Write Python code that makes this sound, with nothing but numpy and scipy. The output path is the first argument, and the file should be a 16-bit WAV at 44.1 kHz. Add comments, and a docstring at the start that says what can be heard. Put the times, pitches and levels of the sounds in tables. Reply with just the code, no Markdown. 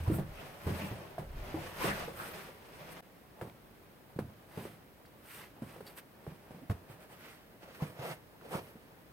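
"""A log hut in the mountains: a hiker in a padded jacket lugs a backpack over the plank floor and sill.
From 3 s on we listen from outside, where the pack is set down and shifted. Boots and pack thud on
ringing boards, then on stones and gritty soil; nylon swishes and crinkles in tiny catches, straps
scrape and snap, a buckle ticks. A small stereo microphone a few metres away hears it all over
faint mountain air, a draught in the doorway and its own hiss."""
import sys
import numpy as np
from scipy import signal
from scipy.fft import rfft, irfft, next_fast_len
from scipy.io import wavfile
from scipy.ndimage import uniform_filter1d

SR = 44100
rng = np.random.default_rng(int(sys.argv[2]) if len(sys.argv) > 2 else 0)


def inscribe(sig):
    """Save sig as 16-bit PCM at rate SR to the path in sys.argv[1].

    A 1-D sig is mono; a 2-D sig holds one channel per row.
    Samples are clipped to [-1, 1] before scaling.
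    """
    pcm = np.round(np.clip(np.atleast_2d(sig).T, -1, 1) * 32767)
    wavfile.write(sys.argv[1], SR, pcm.astype(np.int16))


N = 402191
OUTSIDE_S = 3.008  # the point of view jumps from hut to yard
IDLE_WANDER_DB = 1.1

# tone of still air, scuffed grit, sliding nylon and microphone hiss: f/Hz, relative level/dB
AIR_TONE = [(20, -32), (45, -3), (156, -1), (320, -3.5), (582, -8), (1020, -20), (1750, -17), (2120, -20.5),
            (4200, -28.5), (15500, -44)]
GRIT_TONE = [(150, -26), (250, -24), (335, 5), (852, -6), (1380, -12.5), (1730, -13.5), (2060, -19),
             (3630, -26.5), (6770, -34), (9070, -28.5), (15500, -30)]
NYLON_TONE = [(53, -43), (90, 1), (172, 4), (288, -7.5), (586, -4.5), (810, -8.5), (2050, -9.5),
              (2650, -12), (3800, -18.5), (7140, -24.5), (15500, -41)]
HISS_TONE = [(6500, -17), (8200, -9.5), (15500, -3)]
# stereo width of diffuse sound: f/Hz, side against mid/dB
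STEREO_WIDTH = [(60, -9), (250, -7), (500, -6), (1250, 2.5), (2100, 0), (5500, 3.5), (8300, -7),
                (15000, -8)]
# gusts through the doorway: crest t/s, half-length/s, level/dB
DOOR_GUSTS = [(.2, 0.55, -50), (1.376, 0.34, -42.5), (1.89, 0.61, -53.5)]
# boot and pack hits: t/s, thud level/dB, f/Hz, hardness (scuff against thud)/dB, load t60/s
HITS = [(0.001, -33.5, 85.6, -20.5, 0.48), (0.075, -20, 100.5, -21.5, 0.53), (0.099, -24.5, 336, -34, 0.37),
        (0.112, -26, 127, -18, 0.39), (0.183, -28, 161, -12, 0.41), (0.66, -28.5, 94.7, -23, 0.36),
        (0.667, -28.5, 174, -9, 0.3), (0.717, -32, 102, -32, 0.3), (0.908, -32, 110, -15.5, 0.65),
        (1.181, -28.5, 693, -13, 0.32), (1.542, -25.5, 333, -22, 0.37), (1.839, -31.5, 184, -2.5, 0.97),
        (2.078, -35, 486, -9.5, 0.45), (2.486, -44.5, 510, -11, .05), (3.413, -31.5, 514, -8, 0.39),
        (3.416, -38, 104, -11, 0.4), (3.469, -44.5, 260, -5, 0.34), (4.16, -32.5, 124, -17.5, 0.11),
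        (4.188, -27.5, 464, -15, 0.27), (4.189, -28, 224, -11, 0.15), (4.219, -35.5, 124, -21, 0.44),
        (4.242, -38, 111, -35, 0.55), (4.573, -31, 160, -10, 0.61), (4.652, -33.5, 400, -10, 0.11),
        (5.62, -29.5, 247, -17, 0.31), (5.761, -42, 438, -6, 0.41), (5.806, -36, 494, -11, 0.17),
        (6.266, -36.5, 416, -14, .1), (6.274, -33.5, 135, -17, 0.42), (6.506, -39.5, 215, -10, 0.43),
        (6.545, -39.5, 174, -20, 0.7), (6.696, -22.5, 97.4, -15.5, 0.16), (6.708, -31, 189, -5.5, 0.085),
        (6.896, -40, 149, -13, 0.64), (7.821, -24, 153, -20, 0.29), (7.992, -36.5, 146, -15, 0.11),
        (8.55, -30.5, 165, -16, 0.39), (8.754, -44.5, 216, -14, 0.091)]
# modes of the plank floor: f/Hz, relative level/dB, t60/s
PLANK_MODES = [(87.6, 4, 0.39), (160, -2.5, 0.36), (203.3, 4, 0.31), (330, -1, 0.54), (543, 10, 0.6)]
# nylon on nylon and wood: crest t/s, half-length/s, swish level/dB, hollow trim/dB, fizz trim/dB
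NYLON_STROKES = [(0.057, 0.27, -56, 0.5, -9.5), (0.154, 0.096, -55.5, 6, 1.5),
                 (0.429, 0.48, -56, 2.5, -12.5), (0.772, 0.48, -50, 2, -10), (0.997, 0.61, -60, 6, -15),
                 (1.49, 0.55, -55, 3.5, -14), (1.658, 0.3, -51, 0.5, -12), (1.854, 0.22, -39, -0.5, -11.5),
                 (1.995, 0.26, -46, 1, -13.5), (2.224, 0.27, -50.5, 0.5, -8),
                 (2.351, 0.44, -51.5, -0.5, -10.5), (2.922, 0.042, -71, -6, 12.5),
                 (2.94, 0.99, -57, 1.5, -12.5), (3.442, 0.19, -66.5, 11, -6), (4.618, 0.31, -57, 0.5, -8),
                 (5.337, 0.25, -55.5, -13, -4.5), (5.4, 0.2, -56, -2.5, -8.5), (5.71, 0.29, -61.5, 2, -8),
                 (5.891, 0.15, -61.5, 1.5, -5), (5.983, 0.053, -52.5, -7, -2.5),
                 (6.297, 0.28, -67, 3.5, -9), (6.535, 0.45, -69.5, 6.5, -11),
                 (6.917, 0.089, -59.5, 1.5, -9), (7.025, 0.1, -63, 2.5, -9), (7.127, 0.083, -60, 2, -7),
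                 (7.269, 0.3, -57, -7, -11), (7.637, 0.082, -59, 1.5, -17), (7.698, 0.11, -61.5, 1, -16),
                 (7.755, 0.093, -59, -10, -9.5), (7.829, 0.061, -53, 7.5, -12),
                 (7.85, 0.26, -57.5, 1, -8.5), (8.051, 0.19, -48.5, 5, -13.5),
                 (8.11, 0.11, -50, -0.5, -9.5), (8.454, 0.14, -62.5, 5.5, -11), (8.55, 0.14, -48, 6, -9.5),
                 (8.66, 0.19, -61.5, 1.5, -8)]
# treble bands of the crinkling creases: low f/Hz, high f/Hz
CREASE_BANDS = [(8000, 10560), (10200, 13100), (13000, 15100)]
# fabric and straps pulled over an edge: crest t/s, half-length/s, level/dB, start f/Hz, end f/Hz
STRAP_SCRAPES = [(0.073, .04, -47, 1000, 893), (0.134, .05, -50, 1035, 1647),
                 (0.391, 0.11, -60, 2650, 2450), (0.83, 0.2, -56, 2256, 2710),
                 (1.572, 0.073, -49.5, 860, 758), (1.82, 0.051, -41, 1200, 760),
                 (1.88, 0.14, -48.5, 1258, 1500), (1.903, .13, -44, 2200, 1500),
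                 (2.215, 0.11, -49, 1495, 1189), (6.633, 0.0397, -53, 250, 280),
                 (7.812, 0.03, -51, 1040, 873), (8.048, .05, -51, 517, 464), (8.461, 0.06, -54.5, 500, 367),
                 (8.553, 0.065, -47.5, 1150, 1450)]
# the loaded pack sliding on the planks: crest t/s, half-length/s, level/dB
PACK_DRAGS = [(0.117, 0.08, -36), (0.21, 0.1, -40.5), (0.707, 0.13, -39.5), (0.834, 0.1, -40),
              (1.89, 0.09, -41)]
# cracks of grit and straps: t/s, peak level/dB, f/Hz
GRIT_SNAPS = [(3.412, -38.5, 1900), (3.498, -49.5, 2370), (4.19, -38, 1630), (5.052, -51, 1800),
              (5.976, -44, 3020), (6.266, -39.5, 726), (6.699, -34, 1330), (8.412, -50, 1400)]
# taps on the buckle: t/s, strike level/dB
BUCKLE_TAPS = [(5.056, -48), (5.866, -38.5), (5.875, -37.5)]
# modes of the plastic buckle: f/Hz, relative level/dB, t60/s
PLASTIC_MODES = [(4660, -6.5, 0.013), (5390, -12, 0.0092), (12400, -14, .005)]
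# the hiker's rustle moves to the right in the yard: t/s, left channel lag/ms
LEFT_LAG = [(5.8, 0.0098), (8.2, 0.16)]


def undb(db):
    """Decibels to gain."""
    return 10 ** (np.asarray(db) / 20)


def unit(x):
    """Scale to rms 1."""
    return x / np.sqrt(np.mean(x ** 2))


def fade(t, t60):
    """Exponential decay, 60 dB down at t60."""
    return np.exp(-np.log(1000) * t / max(t60, 1e-3))


def add(track, s, sound):
    """Mix a sound into a track at time s."""
    i = max(int(s * SR), 0)
    track[i:i + len(sound)] += sound[:N - i]


def colour(x, points):
    """EQ with a curve of f/Hz, level/dB points."""
    size = next_fast_len(N, True)
    hz, db = np.transpose(points)
    f = np.maximum(np.arange(size // 2 + 1) * SR / size, 1)
    curve = undb(np.interp(np.log(f), np.log(hz), db))
    return irfft(rfft(x, size) * curve, size)[..., :N]


def band(x, lo_hz, hi_hz, order=2):
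    """Band-pass."""
    return signal.sosfilt(signal.butter(order, [lo_hz, hi_hz], "band", fs=SR, output="sos"), x)


def wander(rate_hz):
    """Random modulator at rms 1, gliding from value to value."""
    hold = int(SR / rate_hz)
    return unit(uniform_filter1d(np.repeat(rng.standard_normal(N // hold + 1), hold), hold)[:N])


def grains(per_s, spread_db, smooth_db):
    """Mid and side of tiny catches of uneven size over a smooth hiss."""
    hiss = rng.standard_normal((2, N))
    sizes = undb(spread_db * np.minimum(rng.exponential(size=N), 4))
    catches = sizes * (rng.random(N) < per_s / SR)
    return unit(catches * rng.standard_normal((2, N))) + undb(smooth_db) * hiss


def stereo(pair, side_db):
    """Mid and side to left and right, with the mid at rms 1."""
    mid, side = pair[0], undb(side_db) * colour(pair[1], STEREO_WIDTH)
    return np.array([mid + side, mid - side]) / np.std(mid)


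def resonate(x, modes):
    """Ring a set of damped modes with x."""
    t = np.arange(SR // 2) / SR
    ring = sum(undb(db) * np.sin(2 * np.pi * hz * t) * fade(t, t60) for hz, db, t60 in modes)
    return signal.fftconvolve(x, ring)[:N]


def swell(crest, half_s, rise_share=0.47, flatness=1.75):
    """Envelope of a move that gathers speed and runs out smoothly."""
    speed = np.zeros(N)
    start, end = crest - 2 * rise_share * half_s, crest + 2 * (1 - rise_share) * half_s
    t = np.arange(max(start, 0), end, 1 / SR)
    add(speed, t[0], np.exp(-2 * np.interp(t, [start, crest, end], [2, 0, 2]) ** flatness))
    return speed


def air_bed(air_db=-60.5, stir_db=-68, hiss_db=-69):
    """Steady mountain air, a faint uneven stir of clothes and mono microphone hiss."""
    air = stereo(colour(rng.standard_normal((2, N)), AIR_TONE), side_db=-0.11)
    stir = stereo(band(rng.standard_normal((2, N)), 350, 1030), side_db=-1.1)
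    stir *= undb(IDLE_WANDER_DB * wander(9) + 2 * wander(45))
    hiss = unit(colour(rng.standard_normal(N), HISS_TONE))
    return undb(air_db) * air + undb(stir_db) * stir + undb(hiss_db) * hiss


def draught(steady_db=-71.5):
    """Air through the doorway rumbles on the microphone, with a few gusts."""
    flow = undb(steady_db) + sum(undb(db) * swell(s, half_s) for s, half_s, db in DOOR_GUSTS)
    return flow * unit(band(rng.standard_normal(N), 15, 72))


def boot_and_pack_hits(contact_cycles=0.37, sag=0.1, sag_cycles=0.61, overtone_ratio=2.54,
                       padding_hz=420, shake_db=-15, shake_cycles=26, load_db=-14, settle_db=-21):
    """Two layers: damped thuds with the rumble of the shaken load, and scuffs of crushed grit."""
    thuds, scuff_power = np.zeros((2, N))
    t = np.arange(SR // 2) / SR
    for s, db, hz, hard_db, load_t60 in HITS:
        sustain, load_hz = (2.46, (69.5, 194)) if s < OUTSIDE_S else (1, (97, 214))  # planks or soil
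        t60 = sustain * 0.07 * (99 / hz) ** 0.69  # higher thuds die sooner
        contact = 1 - np.exp(-(t * hz / contact_cycles) ** 2)  # soft soles push for part of a cycle
        pitch = hz * (1 + sag * (np.exp(-t * hz / sag_cycles) - 1 / np.e))  # sags under the weight
        phase = 2 * np.pi * np.cumsum(pitch) / SR
        # hard contact wakes the overtone, padding dulls it
        knock = undb(6 + 0.85 * hard_db) / (1 + (hz / padding_hz) ** 4)
        overtone = knock * np.sin(overtone_ratio * phase) * fade(t, t60 / 2)
        thud = contact * (np.sin(phase) * fade(t, t60) + overtone)
        shake = unit(band(rng.standard_normal(len(t)), hz * 0.68, hz * 1.28))
        shake *= fade(t, shake_cycles / hz)
        load = unit(band(rng.standard_normal(len(t)), *load_hz)) * fade(t, load_t60)
        rumble = (undb(shake_db) * shake + undb(load_db) * load) * (1 - np.exp(-t / 0.004))
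        add(thuds, s, undb(db) * (thud / np.abs(thud).max() + rumble))
        # grit crushes fast, then settles in a quiet tail
        crush = fade(t, t60=sustain * 0.082) + undb(settle_db) * fade(t, t60=0.66)
        attack = 1 - np.exp(-t / 0.0017)
        add(scuff_power, s, (undb(db + hard_db) * attack * crush) ** 2)
    grit = stereo(colour(grains(per_s=5000, spread_db=2.3, smooth_db=1), GRIT_TONE), side_db=-3)
    return thuds, np.sqrt(scuff_power) * grit


def plank_ring(thuds, send_db=-62):
    """The floorboards ring under boots and pack."""
    return undb(send_db) * resonate(thuds, PLANK_MODES)


def hut_reverb(x, t60=0.26, predelay_s=0.006, wet_db=-16):
    """A short, dull room tail between log walls."""
    t = np.arange(SR // 2) / SR
    tail = band(rng.standard_normal((2, len(t))), 220, 5600, order=1) * fade(t, t60) * (t > predelay_s)
    tail /= np.sqrt(np.sum(tail ** 2) / 2)
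    return undb(wet_db) * signal.fftconvolve(x, tail, axes=1)[:, :N]


def nylon_rub(strokes, side_db, catch_db, drum_db, drum_low_hz, idle_db, idle_fizz_db,
              echo_db=-19, echo_s=0.009, crinkle_db=1.44):
    """Nylon slides in small catches. Two layers: folds swishing over the hollow pack, and top fizz."""
    idle = undb(idle_db + IDLE_WANDER_DB * wander(9))  # the jacket never quite keeps still
    power = (idle * undb([[0], [0], [idle_fizz_db]])) ** 2
    for s, half_s, swish_db, hollow_db, fizz_db in strokes:
        power += (swell(s, half_s) * undb(swish_db) * undb([[hollow_db], [0], [fizz_db]])) ** 2
    hollow_gain, swish_gain, fizz_gain = np.sqrt(power)
    weave = colour(grains(per_s=9000, spread_db=0.3, smooth_db=2.3), NYLON_TONE)
    # eight dull, wavering early echoes from boards and rock ripple the tone
    lags = (rng.uniform(0.098, 1, (8, 2)) * echo_s * SR).astype(int)
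    dull = band(weave, 84, 2800)
    echoes = sum(wander(14) * np.array([np.roll(dull[0], a), np.roll(dull[1], b)]) for a, b in lags)
    cloth = stereo(weave + undb(echo_db) * echoes, side_db) * undb(catch_db * wander(90))
    # creases of different sizes crinkle, each in its own part of the treble
    crackle = stereo(grains(per_s=2500, spread_db=0.77, smooth_db=0), side_db + 1)
    creases = sum(band(crackle, *hz, order=3) * undb(crinkle_db * wander(40)) for hz in CREASE_BANDS)
    parts = [band(cloth, *hz, order=3) for hz in [(drum_low_hz, 238), (332, 977), (897, 7500)]]
    drum, hollow, swish, fizz = (part / np.std(part.mean(0)) for part in parts + [creases])
    body = undb(1.5) * hollow + undb(drum_db) * drum
    return hollow_gain * body + swish_gain * swish, undb(3) * fizz_gain * fizz


def strap_scrapes(rows, width_share=0.25, judder_hz=120, judder_db=2.2, waver=0.0396):
    """Stick and slip excite one broad resonance of taut fabric, gliding as the tension changes."""
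    t = np.arange(N) / SR
    pair = np.zeros((2, N))
    judder = unit(undb(judder_db * wander(judder_hz)))
    wobble = 1 + waver * wander(60)
    for s, half_s, db, start_hz, end_hz in rows:
        speed = swell(s, half_s)
        on = speed > 0
        pitch = np.interp(t[on], [s - half_s, s + half_s], [start_hz, end_hz]) * wobble[on]
        phase = 2 * np.pi * np.cumsum(pitch) / SR
        lowpass = signal.butter(2, width_share * start_hz / 2, fs=SR, output="sos")
        slips = unit(signal.sosfilt(lowpass, rng.standard_normal((2, 2, SR))))[..., -len(phase):]
        rasp = slips[0] * np.cos(phase) + slips[1] * np.sin(phase)  # a noise band around the pitch
        pair[:, on] += undb(db) * speed[on] * judder[on] * rasp
    mid, side = pair[0], colour(pair[1], STEREO_WIDTH)
    return np.array([mid + side, mid - side])


def pack_drags(rumble_hz=(100, 229)):
    """The base of the pack catches and slips on the boards, so densely that it rumbles."""
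    speed = sum(undb(db) * swell(s, half_s) for s, half_s, db in PACK_DRAGS)
    catches = grains(per_s=600, spread_db=0.58, smooth_db=0)[0]
    return speed * unit(band(catches, *rumble_hz))


def grit_snaps(t60=0.007, edge_ratio=1.34, side_db=-7):
    """Grit gives way or a strap pulls taut: a few milliseconds of broad crack."""
    left, right = np.zeros((2, N))
    t = np.arange(SR // 20) / SR
    for s, db, hz in GRIT_SNAPS:
        crack = band(rng.standard_normal((2, len(t))) * fade(t, t60), hz / edge_ratio, hz * edge_ratio)
        mid, side = undb(db) * crack / np.abs(crack).max(1, keepdims=True)
        add(left, s, mid + undb(side_db) * side)
        add(right, s, mid - undb(side_db) * side)
    return np.array([left, right])


def buckle_ticks(tick_db=10):
    """A plastic buckle chatters against its strap: a bright tick with a tiny ring."""
    taps = np.zeros(N)
    t = np.arange(SR // 20) / SR
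    for s, db in BUCKLE_TAPS:
        chatter = rng.standard_normal(len(t)) * fade(t, t60=0.069)
        add(taps, s, undb(db) * chatter / np.linalg.norm(chatter))
    return resonate(taps, PLASTIC_MODES) + undb(tick_db) * band(taps, 2000, 14000, order=1)


def scene():
    """The hut first, then the yard, over one bed of air."""
    t = np.arange(N) / SR
    thuds, scuffs = boot_and_pack_hits()
    thuds += pack_drags()
    steps = scuffs + thuds * undb([[-0.9], [0.9]])
    # in the hut the planks ring and the walls answer
    rub, fizz = nylon_rub([row for row in NYLON_STROKES if row[0] < OUTSIDE_S], side_db=-2.5,
                          catch_db=1.13, drum_db=-4, drum_low_hz=71.5, idle_db=-70.5, idle_fizz_db=-7.5)
    cloth = rub + fizz + strap_scrapes([row for row in STRAP_SCRAPES if row[0] < OUTSIDE_S])
    hut = steps + cloth + plank_ring(thuds) + draught() + hut_reverb(steps + cloth)
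    # the yard is dry, and the rustle reaches the right channel first
    rub, fizz = nylon_rub([row for row in NYLON_STROKES if row[0] > OUTSIDE_S], side_db=-5.5,
                          catch_db=1.1, drum_db=-7.5, drum_low_hz=112, idle_db=-73, idle_fizz_db=-12)
    rub += strap_scrapes([row for row in STRAP_SCRAPES if row[0] > OUTSIDE_S])
    lag_s = np.interp(t, *np.transpose(LEFT_LAG)) / 1000
    rub[0] = np.interp(t - lag_s, t, rub[0])
    yard = steps + rub * undb([[0.3], [1.7]]) + fizz + grit_snaps() + buckle_ticks()
    return np.where(t < OUTSIDE_S, hut, yard) + air_bed()


def record(dry):
    """The level dips briefly as the point of view jumps; the top end is cut steeply."""
    dip_db, dip_s, top_hz = -11, 0.016, 15850
    t = np.arange(N) / SR
    dip = uniform_filter1d(1.0 * ((t > OUTSIDE_S) & (t < OUTSIDE_S + dip_s)), size=100)
    high_cut = signal.ellip(12, 0.2, 80, top_hz, fs=SR, output="sos")
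    return signal.sosfilt(high_cut, dry * undb(dip_db * dip))


dry = scene()
out = record(dry)
inscribe(out)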